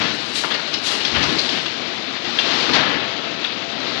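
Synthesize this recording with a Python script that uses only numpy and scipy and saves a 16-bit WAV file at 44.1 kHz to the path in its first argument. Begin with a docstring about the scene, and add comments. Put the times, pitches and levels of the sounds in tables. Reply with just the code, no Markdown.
"""Beside a pallet conveyor in a large, echoing shed; nearly all the sound is on the left microphone.
A crash dies away into the steady roar of the line, with chain rattle and a faint motor hum.
In the first second air valves vent twice and boards start to clack close by. Further off, pallets
slide and crash down at about 1.1 s and 2.7 s, booming in the frame. Steel stops clank, loudest
just ahead of the last crash, and one more pallet starts to slide at the end."""
import sys
import numpy as np
from scipy import signal
from scipy.fft import rfft, irfft
from scipy.io import wavfile
from scipy.ndimage import uniform_filter1d, minimum_filter1d

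SR = 44100
rng = np.random.default_rng(int(sys.argv[2]) if len(sys.argv) > 2 else 0)


def digitize_waveform(pressure):
    """Quantize a signal to 16-bit integers and store it at the path in sys.argv[1].

    Rows of a 2-D input are taken as channels; values are limited to [-1, 1].
    """
    field = np.atleast_2d(pressure).T
    bounded = np.clip(field, -1, 1)
    quanta = np.round(bounded * 32767).astype(np.int16)
    wavfile.write(sys.argv[1], SR, quanta)


N = 176400
TIME_S, FREQ_HZ = np.arange(N) / SR, np.fft.rfftfreq(N, 1 / SR)


def amp(db):
    """Decibels to gain."""
    return 10 ** (np.asarray(db) / 20)


def unit(x):
    """Scales to rms 1."""
    return x / np.sqrt(np.mean(x ** 2) + 1e-20)


def read(points, hz):
    """Reads a table on a log-frequency axis."""
    f, value = np.transpose(points)
    return np.interp(np.log(hz + 1), np.log(f + 1), value)


def colour(x, points):
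    """Filters by a spectrum table."""
    return irfft(rfft(x, 2 * N) * amp(read(points, np.fft.rfftfreq(2 * N, 1 / SR))))[:N]


def wander(rate_hz):
    """Smooth random drift of rms 1."""
    return unit(irfft(rfft(rng.standard_normal(N)) * np.exp(-(FREQ_HZ / rate_hz) ** 2), N))


def clicks(per_s, spread_db):
    """Tiny impacts at random times; spread_db makes their sizes uneven."""
    size = amp(spread_db * np.minimum(rng.exponential(1, N), 4))
    return unit(size * rng.choice([-1., 1.], N) * (rng.random(N) < per_s / SR))


def envelope(start, rise_s, hold_s, fall_s):
    """Straight rise, hold (counted from the start), exponential release."""
    t = TIME_S - start
    return np.clip(t / rise_s, 0, 1) * np.exp(-np.maximum(t - hold_s, 0) / fall_s)


def blow(start, rise_s, fall_db_per_s):
    """Quick rise and a steady fall in dB."""
    t = TIME_S - start
    return np.clip(t / rise_s, 0, 1) * amp(-fall_db_per_s * np.maximum(t - rise_s, 0))


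def ring(strikes, modes, rise_s):
    """Each strike rings a set of dying modes at its own pitch."""
    out = np.zeros(N)
    for start, db, hz in strikes:
        t = np.maximum(TIME_S - start, 0)
        tone = sum(amp(db + mode_db - 60 * t / t60) * np.sin(2 * np.pi * hz * ratio * t)
                   for ratio, mode_db, t60 in modes)
        out += np.minimum(t / rise_s, 1) * tone
    return out


def shed(x):
    """Diffuse echo of the shed, whose treble dies first."""
    # reverberation time: frequency_hz, t60_s
    decay = [(150, 1.0), (1000, 0.51), (4000, 0.49), (9000, 0.22)]
    hz, t, noise = signal.stft(rng.standard_normal(SR), SR, nperseg=256)
    tail = signal.istft(noise * amp(-60 * t / read(decay, hz)[:, None]), SR, nperseg=256)[1]
    return signal.fftconvolve(x, tail / np.linalg.norm(tail))[:N]


def right_channel(left):
    """The almost dead side: a weak, partly blurred copy of the left over faint hiss."""
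    # part that follows the left directly: frequency_hz, share
    direct_share = [(30, .2), (120, 0.95), (250, 0.8), (600, 0.85), (1200, 0.2), (2500, 0.2), (8000, 0)]
    # right against left: frequency_hz, gain_db
    leak_gain = [(30, -21), (70, -36), (200, -37), (600, -40.5), (1200, -40), (2300, -38), (4200, -53.5),
                 (8000, -31)]
    # hiss: frequency_hz, level_db
    hiss = [(30, 24), (200, 14.5), (2000, 9), (7000, -9), (13000, -4)]
    direct = read(direct_share, FREQ_HZ)
    leak = irfft(direct * rfft(left) + np.sqrt(1 - direct ** 2) * rfft(shed(left)), N)
    return colour(leak, leak_gain) + amp(-66) * unit(colour(rng.standard_normal(N), hiss))


def right_click(start_s=.1774, peak=.016, width_s=.00012):
    """A lone, faint click in the right channel."""
    u = (TIME_S - start_s) / width_s
    return peak * (1 - 2 * u ** 2) * np.exp(-u ** 2)


def roar():
    """Many distant machines blurred by the shed, with drifting patches of colour."""
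    # roar of the line: frequency_hz, level_db
    spectrum = [(15, -73), (25, -41), (155, -6.5), (197, -9.5), (213, -3.5), (363, -3), (403, -8.5),
                (448, -6.5), (584, -8), (684, -6.5), (892, -10.5), (1560, -10.5), (2940, -7.5),
                (3180, -7.5), (4030, -6.5), (4730, -11.5), (14000, -89.5)]
    patch_db, flicker_db = 0.7, 1
    noise = signal.stft(rng.standard_normal(N), nperseg=512)[2]
    patches = uniform_filter1d(rng.standard_normal(noise.shape), size=7, axis=0)
    patches = unit(uniform_filter1d(patches, size=14, axis=1))
    wash = signal.istft(noise * amp(patch_db * patches))[1][:N]
    return amp(-29.5 + flicker_db * wander(25)) * unit(colour(wash, spectrum))


def motor_hum(waver_hz=4, growth_db_per_s=1.5):
    """Faint drive tones waver in level and phase and slowly grow louder."""
    # motor tones: pitch_hz, final_level_db
    tones = [(274, -50), (446.8, -55), (672, -46), (1311, -50), (2630, -51)]
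    hum = np.zeros(N)
    for hz, db in tones:
        swell = 1 + .5 * wander(waver_hz)
        hum += amp(db) * unit(swell * np.cos(2 * np.pi * hz * TIME_S + wander(waver_hz)))
    return hum * amp(growth_db_per_s * (TIME_S - TIME_S[-1]))


def chain_ticks():
    """Chain links tick at random and echo round the shed."""
    # ticking links: frequency_hz, level_db
    spectrum = [(200, -43), (900, 12), (2500, 8.5), (4200, 4), (5300, 12), (6500, 7.5), (7600, -1),
                (8600, -59), (14000, -53)]
    ticks = colour(clicks(per_s=170, spread_db=-1.5), spectrum)
    return amp(-44) * unit(ticks + shed(ticks))


def chain_fizz(flicker_db=3):
    """Chain links rub and rattle in uneven flurries of fine grains."""
    # flurries, fading as the microphone moves on: time_s, level_db
    flurries = [(0, -58), (.3, -52.5), (.72, -57.5), (1.0, -56), (1.5, -49.5), (1.85, -63.5), (2.3, -64.5),
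                (2.6, -53), (2.95, -93.5), (4, -63.5)]
    # fine rattle: frequency_hz, level_db
    spectrum = [(3000, -11), (7000, 0.5), (8000, -5.5), (9000, -8.5), (10300, -11.5), (12000, -24),
                (14000, -45.5)]
    level_db = np.interp(TIME_S, *np.transpose(flurries)) + flicker_db * wander(25)
    return amp(level_db) * unit(colour(clicks(per_s=5000, spread_db=1), spectrum))


def vents(sputter_db=1.4):
    """Valves let out soft, sputtering puffs of compressed air."""
    # puffs: start_s, level_db, hold_s
    puffs = [(.305, -25, .085), (.808, -25, .1)]
    # escaping air: frequency_hz, level_db
    air = [(500, -24), (2000, -9), (4200, 0), (5300, -8), (6500, -13), (8500, -19.5), (10500, -26),
           (12200, -33), (14000, -70)]
    flow = sum(amp(db) * envelope(start, .055, hold, .13) ** 2 for start, db, hold in puffs)
    return flow * amp(sputter_db * wander(45)) * unit(colour(rng.standard_normal(N), air))


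def slides(flicker_db=.5):
    """Dense stick and slip of wood dragged over steel, some way off."""
    # sliding pallets: start_s, end_s, level_db, rise_s, release_s, tilt_db_per_octave
    drags = [(-.1, 0.017, -28, .05, 0.23, 2.5), (0.91, 1.53, -27.5, 0.12, 0.22, 0.5),
             (2.194, 2.402, -29.5, 0.11, 0.034, -0.5), (2.371, 2.656, -22.5, 0.12, 0.16, -1),
             (3.64, 4.05, -29.5, 0.26, 0.11, -2.5)]
    # scraping wood: frequency_hz, level_db
    spectrum = [(40, -30), (100, -10.5), (290, 6.5), (520, 4), (1000, 4.5), (2200, 6), (4200, 9.5),
                (5600, 0.5), (8000, -20.5), (14000, -113)]
    scrape = rfft(colour(clicks(per_s=6000, spread_db=0), spectrum))
    octave = np.log2(FREQ_HZ + 1)
    out = np.zeros(N)
    for start, end, db, rise, fall, tilt in drags:
        tilted = unit(irfft(scrape * amp(tilt * octave), N))
        out += amp(db) * envelope(start, rise, end - start, fall) * tilted
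    return out * amp(flicker_db * wander(20))


def thuds(rise_s=0.0073, low_cut_hz=62):
    """The conveyor frame booms briefly under a load."""
    # loads landing: start_s, level_db, hold_s, release_s, upper_edge_hz
    loads = [(-.02, -31.5, 0.023, 0.17, 323), (1.12, -32, 0.18, 0.072, 130),
             (1.288, -31.5, 0.081, 0.0062, 526), (1.508, -35, 0.038, 0.039, 300),
             (2.68, -28, 0.087, 0.055, 453), (2.887, -34, 0.055, 0.13, 517)]
    # boom of the frame: frequency_hz, level_db
    spectrum = [(30, -40), (50, -19), (75, -2), (130, 4), (200, 5.5), (300, 15), (600, 1.5), (6000, -63)]
    boom = rfft(colour(rng.standard_normal(N), spectrum))
    out = np.zeros(N)
    for start, db, hold, fall, edge_hz in loads:
        dulled = unit(irfft(boom / (1 + (FREQ_HZ / edge_hz) ** 2), N))
        out += amp(db) * envelope(start, rise_s, hold, fall) * dulled
    return irfft(rfft(out) / np.sqrt(1 + (low_cut_hz / (FREQ_HZ + 1)) ** 20), N)


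def bumps(t60_s=.14, low_cut_hz=60):
    """A dropped load gives the frame a short, deep push."""
    # heavy drops: start_s, level_db, pitch_hz
    drops = [(1.16, -17.5, 83.5), (1.295, -28, 135), (2.712, -31, 105.6)]
    push = ring(drops, [(1, 0.0074, t60_s)], rise_s=.02)
    return signal.sosfilt(signal.butter(3, low_cut_hz, "high", fs=SR, output="sos"), push)


def crashes(track_lag_s=.04, track_fall_share=.8, track_edge_hz=4500):
    """Further off, a clatter of boards dies away; the steel track swells later and rings on."""
    # pallets crashing down: start_s, level_db, rise_s, fall_db_per_s
    landings = [(-.015, -22, 0.038, 124), (1.135, -21, 0.028, 74), (2.727, -18.5, 0.03, 56),
                (2.85, -31.5, 0.046, 71.5)]
    # tumbling boards: frequency_hz, level_db
    clatter = [(60, -39), (150, 6), (270, -1), (550, -1), (1000, 2), (1550, 4), (2100, 3), (2750, 2.5),
               (4000, -1), (5500, -19), (8000, -42), (14000, -100)]
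    # modes of the steel track: pitch_hz, level_db, t60_s
    track_modes = [(654, -6, 0.18), (937, -4.5, 0.081), (1144, -5.5, 0.087), (1530, 3.5, 0.09),
                   (1724, 7, 0.094), (2530, -1, 0.17), (2910, -10, 0.079)]
    t = np.arange(SR // 4) / SR
    ringing = sum(amp(db) * unit(amp(-60 * t / t60) * np.sin(2 * np.pi * hz * t))
                  for hz, db, t60 in track_modes)
    ringing = signal.sosfilt(signal.butter(6, track_edge_hz, fs=SR, output="sos"), ringing)
    contacts = clicks(per_s=7000, spread_db=0.5)
    boards = unit(colour(contacts, clatter))
    track = amp(-8.5) * unit(signal.fftconvolve(contacts, ringing)[:N])
    out = np.zeros(N)
    for start, db, rise, fall in landings:
        out += amp(db) * blow(start, rise, fall) * boards
        out += amp(db) * blow(start, rise + track_lag_s, fall * track_fall_share) * track
    return out


def clacks(skirt_db=-12, echo_db=-3.5):
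    """Close by, each short flurry of contacts rings one broad resonance of a board."""
    # boards clacking: start_s, level_db, centre_hz, width_octaves, contact_s
    hits = [(0.436, -27, 1330, 0.79, 0.017), (0.503, -25, 3320, 0.24, 0.026),
            (0.509, -26.5, 1280, 0.66, 0.016), (0.542, -23, 2650, 1.1, 0.013),
            (0.595, -27.5, 1180, 0.39, 0.0071), (0.67, -31, 4130, 2.7, 0.021),
            (0.729, -28, 4640, 1.7, 0.015), (0.739, -20, 4520, 0.87, 0.0095),
            (0.896, -28, 1220, 2.1, 0.059), (1.007, -24, 3120, 0.31, 0.0077),
            (1.05, -17, 3830, 0.55, 0.0064), (1.142, -27.5, 2660, 0.37, 0.032),
            (1.226, -21, 4560, 1.1, 0.017), (1.385, -20, 4340, 0.39, 0.01),
            (1.402, -23, 4300, 0.39, 0.0027), (1.491, -24, 4020, 0.52, 0.008),
            (1.556, -30, 2130, 0.71, 0.026), (1.658, -24.5, 3240, 1.1, 0.011),
            (2.246, -30, 2250, 1.2, 0.021), (2.39, -21, 3380, 0.94, 0.0093),
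            (2.628, -22, 3870, 0.16, 0.0091), (2.694, -20.5, 1030, 0.79, 0.0051),
            (2.734, -20, 3260, 1.5, 0.035), (3.441, -26.5, 1900, 0.88, 0.024)]
    # struck board: frequency_hz, level_db
    spectrum = [(60, -23), (300, 16.5), (1000, 8), (4400, 13), (6200, 1), (9000, -25), (14000, -40)]
    wood = amp(read(spectrum, FREQ_HZ))
    out = np.zeros(N)
    for start, db, hz, octaves, length in hits:
        resonance = np.exp(-.5 * (np.log2((FREQ_HZ + 1) / hz) / octaves) ** 2)
        body = wood * (resonance + amp(skirt_db))
        contacts = clicks(per_s=4000, spread_db=0.48) * envelope(start, 0.0003, length, fall_s=0.0017)
        hit = irfft(rfft(contacts) * body, N)
        out += amp(db) * unit(hit) * np.sqrt(length * SR / N)  # energy grows with contact time
    return out + amp(echo_db) * shed(out)


def clanks_and_knocks(rise_s=.0006, echo_db=-5.5):
    """Sharp strikes on steel stops and hollow knocks on wooden pallet blocks, with their echo."""
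    # stops struck: start_s, level_db, pitch_hz
    clanks = [(1.391, -11, 4260), (1.491, -15, 3300), (2.3873, -4.5, 3210), (3.4462, -11.5, 3410)]
    # modes of a stop: pitch_ratio, level_db, t60_s
    stop_modes = [(0.528, -15, .04), (.86, -9, 0.04), (1.002, 0, .022), (1.091, -4, .04)]
    # blocks knocked: start_s, level_db, pitch_hz
    knocks = [(.439, -17, 943), (.4455, -15, 910), (.545, -23, 1180), (1.236, -17.5, 1020),
              (1.307, -24, 880), (1.35, -21, 690), (2.693, -14, 970), (2.772, -19, 814), (2.792, -14, 1030)]
    # modes of a block: pitch_ratio, level_db, t60_s
    block_modes = [(.74, -16, 0.011), (1.002, -3, 0.025), (1.24, -0.5, 0.021), (1.49, 2, 0.014),
                   (1.87, -7, 0.022)]
    out = ring(clanks, stop_modes, rise_s) + ring(knocks, block_modes, rise_s)
    return out + amp(echo_db) * shed(out)


def scene():
    """The whole line reaches the left microphone; the right is almost dead."""
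    machinery = roar() + motor_hum() + chain_ticks() + chain_fizz()
    pallets = clacks() + clanks_and_knocks() + crashes() + thuds() + bumps() + slides()
    left = 2 * (machinery + pallets + vents())
    return np.array([left, right_channel(left) + right_click()])


def record(dry):
    """A fast limiter holds the peaks under full scale; a low-pass then cuts the top treble."""
    ceiling, edge_hz = .97, 14400
    needed_gain = np.minimum(1, ceiling / (abs(dry).max(0) + 1e-9))
    gain = uniform_filter1d(minimum_filter1d(needed_gain, size=129), size=129)
    low_pass = signal.firwin(511, edge_hz, window=("kaiser", 9), fs=SR)
    return signal.oaconvolve(dry * gain, low_pass[None], "same")


dry = scene()
out = record(dry)
digitize_waveform(out)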